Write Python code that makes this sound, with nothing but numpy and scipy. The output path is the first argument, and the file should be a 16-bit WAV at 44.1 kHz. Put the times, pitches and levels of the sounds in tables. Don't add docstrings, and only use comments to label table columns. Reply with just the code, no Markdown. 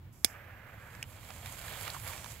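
import sys
import numpy as np
from scipy import signal
from scipy.fft import rfft, irfft
from scipy.io import wavfile

SR = 44100
rng = np.random.default_rng(int(sys.argv[2]) if len(sys.argv) > 2 else 0)


def to_wav(sig):
    pcm = np.clip(np.atleast_2d(sig), -1, 1) * 32767
    pcm = np.round(pcm).astype(np.int16)
    wavfile.write(sys.argv[1], SR, pcm.T)


def elevation(decibels):
    levels = np.asarray(decibels, float)
    return 10 ** (levels / 20)


N = 105840
T = np.arange(N) / SR


def rms_one(x):
    return x / np.sqrt(np.mean(x ** 2) + 1e-20)


def in_time(rows):
    return np.interp(T, *np.transpose(rows))


def at_hz(points, hz):
    points = np.array(points)
    return np.interp(np.log(hz + 1), np.log(points[:, 0]), points[:, 1])


def bandpass(x, low_hz, high_hz, order=2):
    return signal.sosfilt(signal.butter(order, [low_hz, high_hz], "band", fs=SR, output="sos"), x)


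def drift(rate):
    r = np.exp(-80 * np.pi * rate / SR)
    slow = signal.lfilter([1], [1, -2 * r, r * r], rng.standard_normal(N // 40 + 2002))
    slow = slow[2000:]
    return np.interp(np.arange(N) / 40, np.arange(len(slow)), rms_one(slow))


def ring(clicks, hz, t60):
    r = elevation(-60 / (t60 * SR))
    w = 2 * np.pi * hz / SR
    return signal.lfilter([0, np.sin(w)], [1, -2 * r * np.cos(w), r * r], clicks + 1e-18)


def dying(clicks, t60):
    return signal.lfilter([1], [1, -elevation(-60 / (t60 * SR))], np.abs(clicks) + 1e-18)


def colour(x, spectrum, peaks=()):
    hz = np.fft.rfftfreq(N, 1 / SR)
    resonances = sum(elevation(db) / (1 + (2 * (hz - f) / width) ** 2) for f, width, db in peaks)
    gain = elevation(at_hz(spectrum, hz)) * (1 + resonances)
    return irfft(rfft(x) * rms_one(gain), N)


def noise_pair():
    return rng.standard_normal((2, N))


def hiss(spectrum, patchy_db, rate, peaks=()):
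    steady = rfft(colour(noise_pair(), spectrum, peaks))
    octave = np.log2(np.fft.rfftfreq(N, 1 / SR) + 1)
    shared = drift(rate / 3)
    out = 0
    for k in range(4, 16):
        band = irfft(steady * np.clip(1 - abs(octave - k), 0, 1), N)
        out = out + elevation(patchy_db * (shared + drift(rate))) * band
    return rms_one(out)


def strikes(rows):
    clicks = np.zeros(N)
    for s, db in rows:
        clicks[int(s * SR)] = elevation(db)
    return clicks


def grains(per_s, spread):
    size = elevation(spread * np.minimum(rng.exponential(1, (2, N)), 4.0))
    size = size * rng.choice([-1, 1], (2, N))
    return rms_one(size * (rng.random((2, N)) < per_s / SR))


def struck(rows, modes):
    clicks = strikes(rows)
    rings = 0
    for hz, db, t60 in modes:
        uneven = elevation(rng.normal(0, .7, (2, N))) * [[1], [.5]]
        rings = rings + elevation(db) * ring(clicks * uneven, hz, t60)
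    too_small_below_hz = 1800
    return signal.sosfilt(signal.butter(3, too_small_below_hz, "high", fs=SR, output="sos"), rings)


# [f/Hz, level/dB]
RUMBLE = [(12, -52), (20, -15.5), (27, -15), (82, -0.5), (110, 0), (188, -14), (350, -22.5), (460, -36.5),
          (770, -120)]
# [t/s, level/dB]
SWELL = [(0, -51.5), (.4, -54), (.9, -53), (1.0, -48), (1.1, -51.5), (1.5, -49), (1.6, -52), (1.75, -48),
         (1.95, -49.5), (2.06, -47.5), (2.15, -50), (2.4, -50.5)]


def rumble():
    return elevation(in_time(SWELL)) * hiss(RUMBLE, patchy_db=-0.06, rate=10)


# [f/Hz, level/dB]
AIR = [(190, -40.5), (330, -13), (700, -14.5), (1800, -19.5), (3500, -25.5), (9000, -41), (16000, -25.5)]


def air():
    level_db = -65.5
    return elevation(level_db) * hiss(AIR, patchy_db=1.5, rate=15)


# [f/Hz, level/dB]
GAS = [(2060, -47), (4300, -21.5), (4900, -6), (7900, -7), (9200, -13), (11000, -7.5), (16000, -13.5)]
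# [f/Hz, width/Hz, level/dB]
GAS_PEAKS = [(7600, 900, -2), (11500, 1200, 0), (13200, 500, -2)]


def gas():
    on_s, edge_s, lit_s, fade_s_per_10_db = 0.12, 0.0088, 0.31, 0.034
    level_db, flare_db = -66.5, 7
    db = level_db + flare_db * (T > SNAP[1][0])
    db = db - 10 / fade_s_per_10_db * np.maximum(T - lit_s, 0)
    opening = np.clip((T - on_s) / edge_s, 0, 1)
    return elevation(db) * opening * hiss(GAS, patchy_db=.5, rate=20, peaks=GAS_PEAKS)


# [f/Hz, level/dB]
JET = [(250, -49.5), (350, -15), (540, -4), (1090, -7), (1680, -1.5), (2500, -8.5), (4000, -28.5),
       (9500, -36)]
# [f/Hz, width/Hz, level/dB]
JET_PEAKS = [(1660, 150, -11.5), (12000, 830, 10), (13450, 1200, 12)]


def jet():
    on_s, rise_s, off_s, fall_s = 0.235, 0.015, 1.035, 0.013
    level_db, sag_db_per_s = -53.5, -2.5
    env = np.clip((T - on_s) / rise_s, 0, 1) * np.clip((off_s - T) / fall_s + 1, 0, 1)
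    roar = hiss(JET, patchy_db=-1.0, rate=57, peaks=JET_PEAKS)
    return elevation(level_db + sag_db_per_s * (T - on_s)) * env * roar


# [t/s, peak level/dB]
SNAP = [
    (.2457, -18.5),
    (.2462, -5),
    (.2476, -17),
    (.2492, -38),
]
# [f/Hz, level/dB, t60/s]
SNAP_MODES = [(2270, -6, .013), (3460, -5, .022), (4955, -5, .022), (5870, -11, .022), (6460, -5, .022),
              (6810, -11, .02), (8080, -1, .015), (9100, -7, .02), (9570, -10, .018), (10040, -7, .03),
              (10690, -9, .018), (12080, -6, .02), (12700, -14, .018), (13400, -9, .012)]
# [f/Hz, level/dB]
SNAP_CRACK = [(500, -40.5), (1500, -21.5), (2300, -15), (2950, -14.5), (4200, -9.5), (5500, -10),
              (9000, -7.5), (16000, -14.5)]
# [f/Hz, level/dB]
SNAP_TAIL = [(800, -30.5), (2300, -4), (4250, -15), (4900, 0.5), (8000, -7.5), (9300, -15), (12000, -21),
             (16000, -15)]
# [f/Hz, level/dB, t60/s]
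THUMP = [(280, -37, 0.022), (390, -31, 0.014), (740, -32, 0.0155)]


def igniter():
    ring_db = -11
    crack_db, crack_t60_s = -7, 0.0085
    tail_db, tail_t60_s = -37.5, 0.094
    clicks = strikes(SNAP)
    tail = elevation(tail_db) * dying(clicks, tail_t60_s) * colour(noise_pair(), SNAP_TAIL)
    body = elevation(ring_db) * struck(SNAP, SNAP_MODES)
    crack = elevation(crack_db) * dying(clicks, crack_t60_s) * colour(noise_pair(), SNAP_CRACK)
    even = clicks / clicks.max()
    thump = sum(elevation(db) * ring(even, hz, t60) for hz, db, t60 in THUMP) * [[1], [.5]]
    return bandpass(thump, 170, 850, order=3) + tail + body + crack


# [t/s, level/dB]
SCUFF = [(.3, -73.5), (1.05, -63), (1.2, -55.5), (1.3, -54), (1.44, -55.5), (1.58, -54.5), (1.66, -49),
         (1.75, -48.5), (1.8, -55), (1.87, -45), (1.91, -52.5), (1.95, -48), (1.99, -60), (2.05, -50),
         (2.14, -48.5), (2.2, -52), (2.28, -56.5), (2.4, -63)]
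# [f/Hz, level/dB]
GRIT = [(240, -29.5), (400, -4), (608, 3), (957, 1), (2260, -2.5), (6000, -21), (7800, -31), (13200, -120)]
# [f/Hz, width/Hz, level/dB]
GRIT_PEAKS = [(2300, 140, -2.5), (3290, 270, 2)]
# [t/s, length/s, level/dB, f/Hz]
TWISTS = [
    (1.921, .055, -44.5, 1500),
    (2.079, 0.046, -43, 1293),
]


def shoes():
    grains_per_s, grain_share = 1500, 0.51
    loose = colour(grains(grains_per_s, spread=4.3), GRIT, GRIT_PEAKS)
    rustle = hiss(GRIT, patchy_db=3.0, rate=37, peaks=GRIT_PEAKS)
    drag = grain_share * loose + (1 - grain_share) * rustle
    out = elevation(in_time(SCUFF)) * rms_one(drag)

    rub_hz, steady, sag = 200, 1.2, .33
    rub = rms_one(signal.sosfilt(signal.butter(2, rub_hz, fs=SR, output="sos"), noise_pair()))
    for s, length, db, hz in TWISTS:
        u = np.clip((T - s) / length, 0, 1)
        tone = np.sin(2 * np.pi * np.cumsum(hz * (1 - sag * u)) / SR)
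        out += elevation(db) * np.sin(np.pi * u) ** .5 * (steady + rub) / 2 * tone
    return out


# [t/s, level/dB]
BURN = [(.6, -81), (.85, -67.5), (.95, -62), (1.06, -70), (1.11, -62), (1.2, -62.5), (1.3, -55),
        (1.41, -57), (1.46, -51), (1.58, -52), (1.68, -49), (1.85, -48.5), (1.95, -49.5), (2.0, -52),
        (2.1, -48), (2.25, -55.5), (2.31, -53), (2.4, -60.5)]
# [f/Hz, level/dB]
FIZZ = [(290, -30.5), (500, -3.5), (2260, -3.5), (5800, -7.5), (12000, -8.5), (16000, -12)]
# [f/Hz, width/Hz, level/dB]
FIZZ_PEAKS = [(2300, 170, -7.5), (7390, 900, -0.5), (11500, 1300, -4), (13300, 800, -6)]


def burn():
    sparks_per_s, spark_db, spark_spread_db, spark_clump_db = 1800, -4, 4.6, 3
    vigour_db = in_time(BURN)
    fizz = hiss(FIZZ, patchy_db=1.36, rate=7, peaks=FIZZ_PEAKS)
    clumps = elevation(spark_db + spark_clump_db * drift(25.6))
    sparks = clumps * colour(grains(sparks_per_s, spread=spark_spread_db), FIZZ, FIZZ_PEAKS)
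    both = fizz + sparks

    sizzle_hz, follows, pivot_db = 9050, 0.13, -52
    top = signal.sosfiltfilt(signal.butter(2, sizzle_hz, "high", fs=SR, output="sos"), both)
    both = both + (elevation(follows * (vigour_db - pivot_db)) - 1) * top

    notch_hz, notch_width_hz, notch_depth = 5750, 500, .92
    fill_s, fill_width_s = 2.21, 0.11
    cancelled = signal.lfilter(*signal.iirpeak(notch_hz, notch_hz / notch_width_hz, SR), both)
    open_share = 1 - np.exp(-((T - fill_s) / fill_width_s) ** 4)
    return elevation(vigour_db) * (both - notch_depth * open_share * cancelled)


# [f/Hz, level/dB]
EMBER = [(350, -24), (520, 5), (800, -5.5), (1800, -12), (3000, -36)]


def ember():
    level_db, peak_s, slope_db_per_s = -61.5, 1.065, 91
    db = level_db - slope_db_per_s * np.abs(T - peak_s)
    return elevation(db) * hiss(EMBER, patchy_db=4.5, rate=20)


# [t/s, peak level/dB, f/Hz, puff level/dB]
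CRACKLES = [(0.95, -39, 2200, -45), (1.3048, -38, 2300, -40), (1.46, -30.5, 2300, -37),
            (1.682, -31, 1690, -44.5), (1.811, -31, 4560, -39), (1.878, -30, 1970, -33.5),
            (1.9014, -20, 4270, -63), (1.965, -30, 990, -48), (2.133, -31.5, 2180, -38),
            (2.178, -55, 2000, -43), (2.244, -35, 960, -38), (2.26, -34.5, 930, -44)]
# [f/Hz, level/dB]
PUFF = [(400, -10), (1000, 5), (3500, -4), (8000, -11), (16000, -21)]


def crackles():
    ring_cycles, puff_t60_s = 14.5, 0.016
    out = np.zeros((2, N))
    for s, db, hz, _ in CRACKLES:
        soft = signal.lfilter(*signal.iirpeak(hz, 2, SR), strikes([(s, db - 2.0)]) + 1e-18)
        out += ring(soft, hz, ring_cycles / hz) * [[1], [.4]]
    puffs = strikes([(s, puff_db) for s, _, _, puff_db in CRACKLES])
    return out + colour(noise_pair(), PUFF) * dying(puffs, puff_t60_s)


# [t/s, peak level/dB]
RELEASE = [
    (1.0265, -34),
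    (1.0273, -34),
    (1.0277, -25.5),
    (1.0398, -39.5),
]
# [f/Hz, level/dB, t60/s]
BUTTON = [(2500, 0.5, 0.006), (2890, -5.5, 0.014), (5200, -12, 0.013)]
# [f/Hz, level/dB]
LATCH = [(3800, -32), (5300, 5), (8000, -1), (13000, -9), (16000, -18)]


def button():
    latch_s, latch_db, latch_t60_s = 1.0281, -34, 0.013
    rattle = dying(strikes([(latch_s, latch_db)]), latch_t60_s) * colour(noise_pair(), LATCH)
    return struck(RELEASE, BUTTON) + rattle


# [t/s, peak level/dB, centre f/Hz]
TICKS = [(1.104, -50.5, 3370), (1.248, -41, 5000), (1.3043, -36, 2800), (1.3375, -38, 11500),
         (1.362, -46, 12000), (1.459, -36.5, 10000), (1.524, -36, 11000), (1.6822, -32, 2500),
         (1.695, -34, 10000), (1.736, -34, 3300), (1.756, -41, 3000), (1.765, -41, 10000),
         (1.771, -39, 12000), (1.8118, -33, 11600), (1.825, -35, 11000), (1.852, -33, 3000),
         (1.8525, -33, 13000), (1.904, -34, 7000), (1.948, -29, 1500), (1.985, -40, 5000),
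         (1.999, -36, 10600), (2.0855, -46, 12000), (2.103, -43, 3000), (2.128, -33, 5500),
         (2.144, -32, 2000), (2.179, -36, 4000), (2.2455, -40, 1400), (2.263, -37, 1300), (1.88, -26, 2000),
         (1.8825, -39, 1700)]
# [t/s, length/s, level/dB, centre f/Hz]
SPITS = [(1.045, 0.11, -64, 12000), (1.105, 0.093, -70, 7400), (1.25, .14, -79, 12500),
         (1.283, 0.23, -64, 7300), (1.444, 0.22, -67, 12700), (1.51, 0.046, -55, 7600),
         (1.665, 0.15, -53.5, 3300), (1.837, 0.063, -54, 3600), (1.929, 0.028, -50, 7600),
         (1.993, 0.088, -53.5, 11500), (2.11, 0.032, -62, 5800), (2.29, 0.042, -55.5, 6800)]


def spits():
    tick_db, tick_q, tick_t60_s, spit_q = 7, 1, .004, 3
    noise = noise_pair()
    out = np.zeros((2, N))
    for s, db, hz in TICKS:
        click = strikes([(s, db + tick_db)])
        burst = click * [[1], [.5]] + .5 * noise * dying(click, tick_t60_s)
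        out += signal.lfilter(*signal.iirpeak(hz, tick_q, SR), burst)
    for s, length, db, hz in SPITS:
        band = bandpass(noise, hz * (1 - .5 / spit_q), hz * (1 + .5 / spit_q))
        swell = np.sin(np.pi * np.clip((T - s) / length, 0, 1))
        out += elevation(db) * swell * rms_one(band)
    return out


def ports(pair, like, balance, phase=((1, 0), (2, 0))):
    hz = np.fft.rfftfreq(N, 1 / SR)
    mid, side = rfft(pair)
    c = np.clip(at_hz(like, hz), 0, 1)
    mid, side = np.sqrt(1 + c) * mid, np.sqrt(1 - c) * side
    tilt = elevation(at_hz(balance, hz) / 2) * np.exp(.5j * at_hz(phase, hz))
    return irfft(np.array([(mid + side) * tilt, (mid - side) / tilt]), N) / np.sqrt(2)


# [f/Hz, likeness/1]
NEAR_LIKE = [(60, 0.56), (380, 0.92), (2380, 0.64), (15000, -0.067)]
FAR_LIKE = [(60, 1), (380, 0.81), (2380, 0.02), (15000, 0.07)]
# [f/Hz, level/dB]
NEAR_BALANCE = [(60, 0), (380, -5.5), (2380, -7), (15000, -12.5)]
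FAR_BALANCE = [(60, -1.5), (950, -3.5), (15000, 8)]
SNAP_BALANCE = [(60, -3), (180, -18), (550, -20.5), (1650, -16.5), (4970, -11.5), (15000, -12)]
# [f/Hz, phase/rad]
NEAR_PHASE = [(0, 0), (4310, 0.5), (6800, 6), (15400, 9), (16700, 15.5)]


def scene():
    near = gas() + jet() + burn() + crackles() + spits() + shoes() + button() + ember()
    far = rumble() + air()
    near = ports(near, NEAR_LIKE, NEAR_BALANCE, NEAR_PHASE)
    snap = ports(igniter(), NEAR_LIKE, SNAP_BALANCE)
    return near + snap + ports(far, FAR_LIKE, FAR_BALANCE)


def top_cut(x):
    return signal.sosfilt(signal.butter(12, 17100, fs=SR, output="sos"), x)


def record(dry):
    cutoff_hz = 15750
    mix = signal.sosfilt(signal.ellip(12, .5, 70, cutoff_hz, fs=SR, output="sos"), dry)
    return top_cut(mix)


dry = scene()
out = record(dry)
to_wav(out)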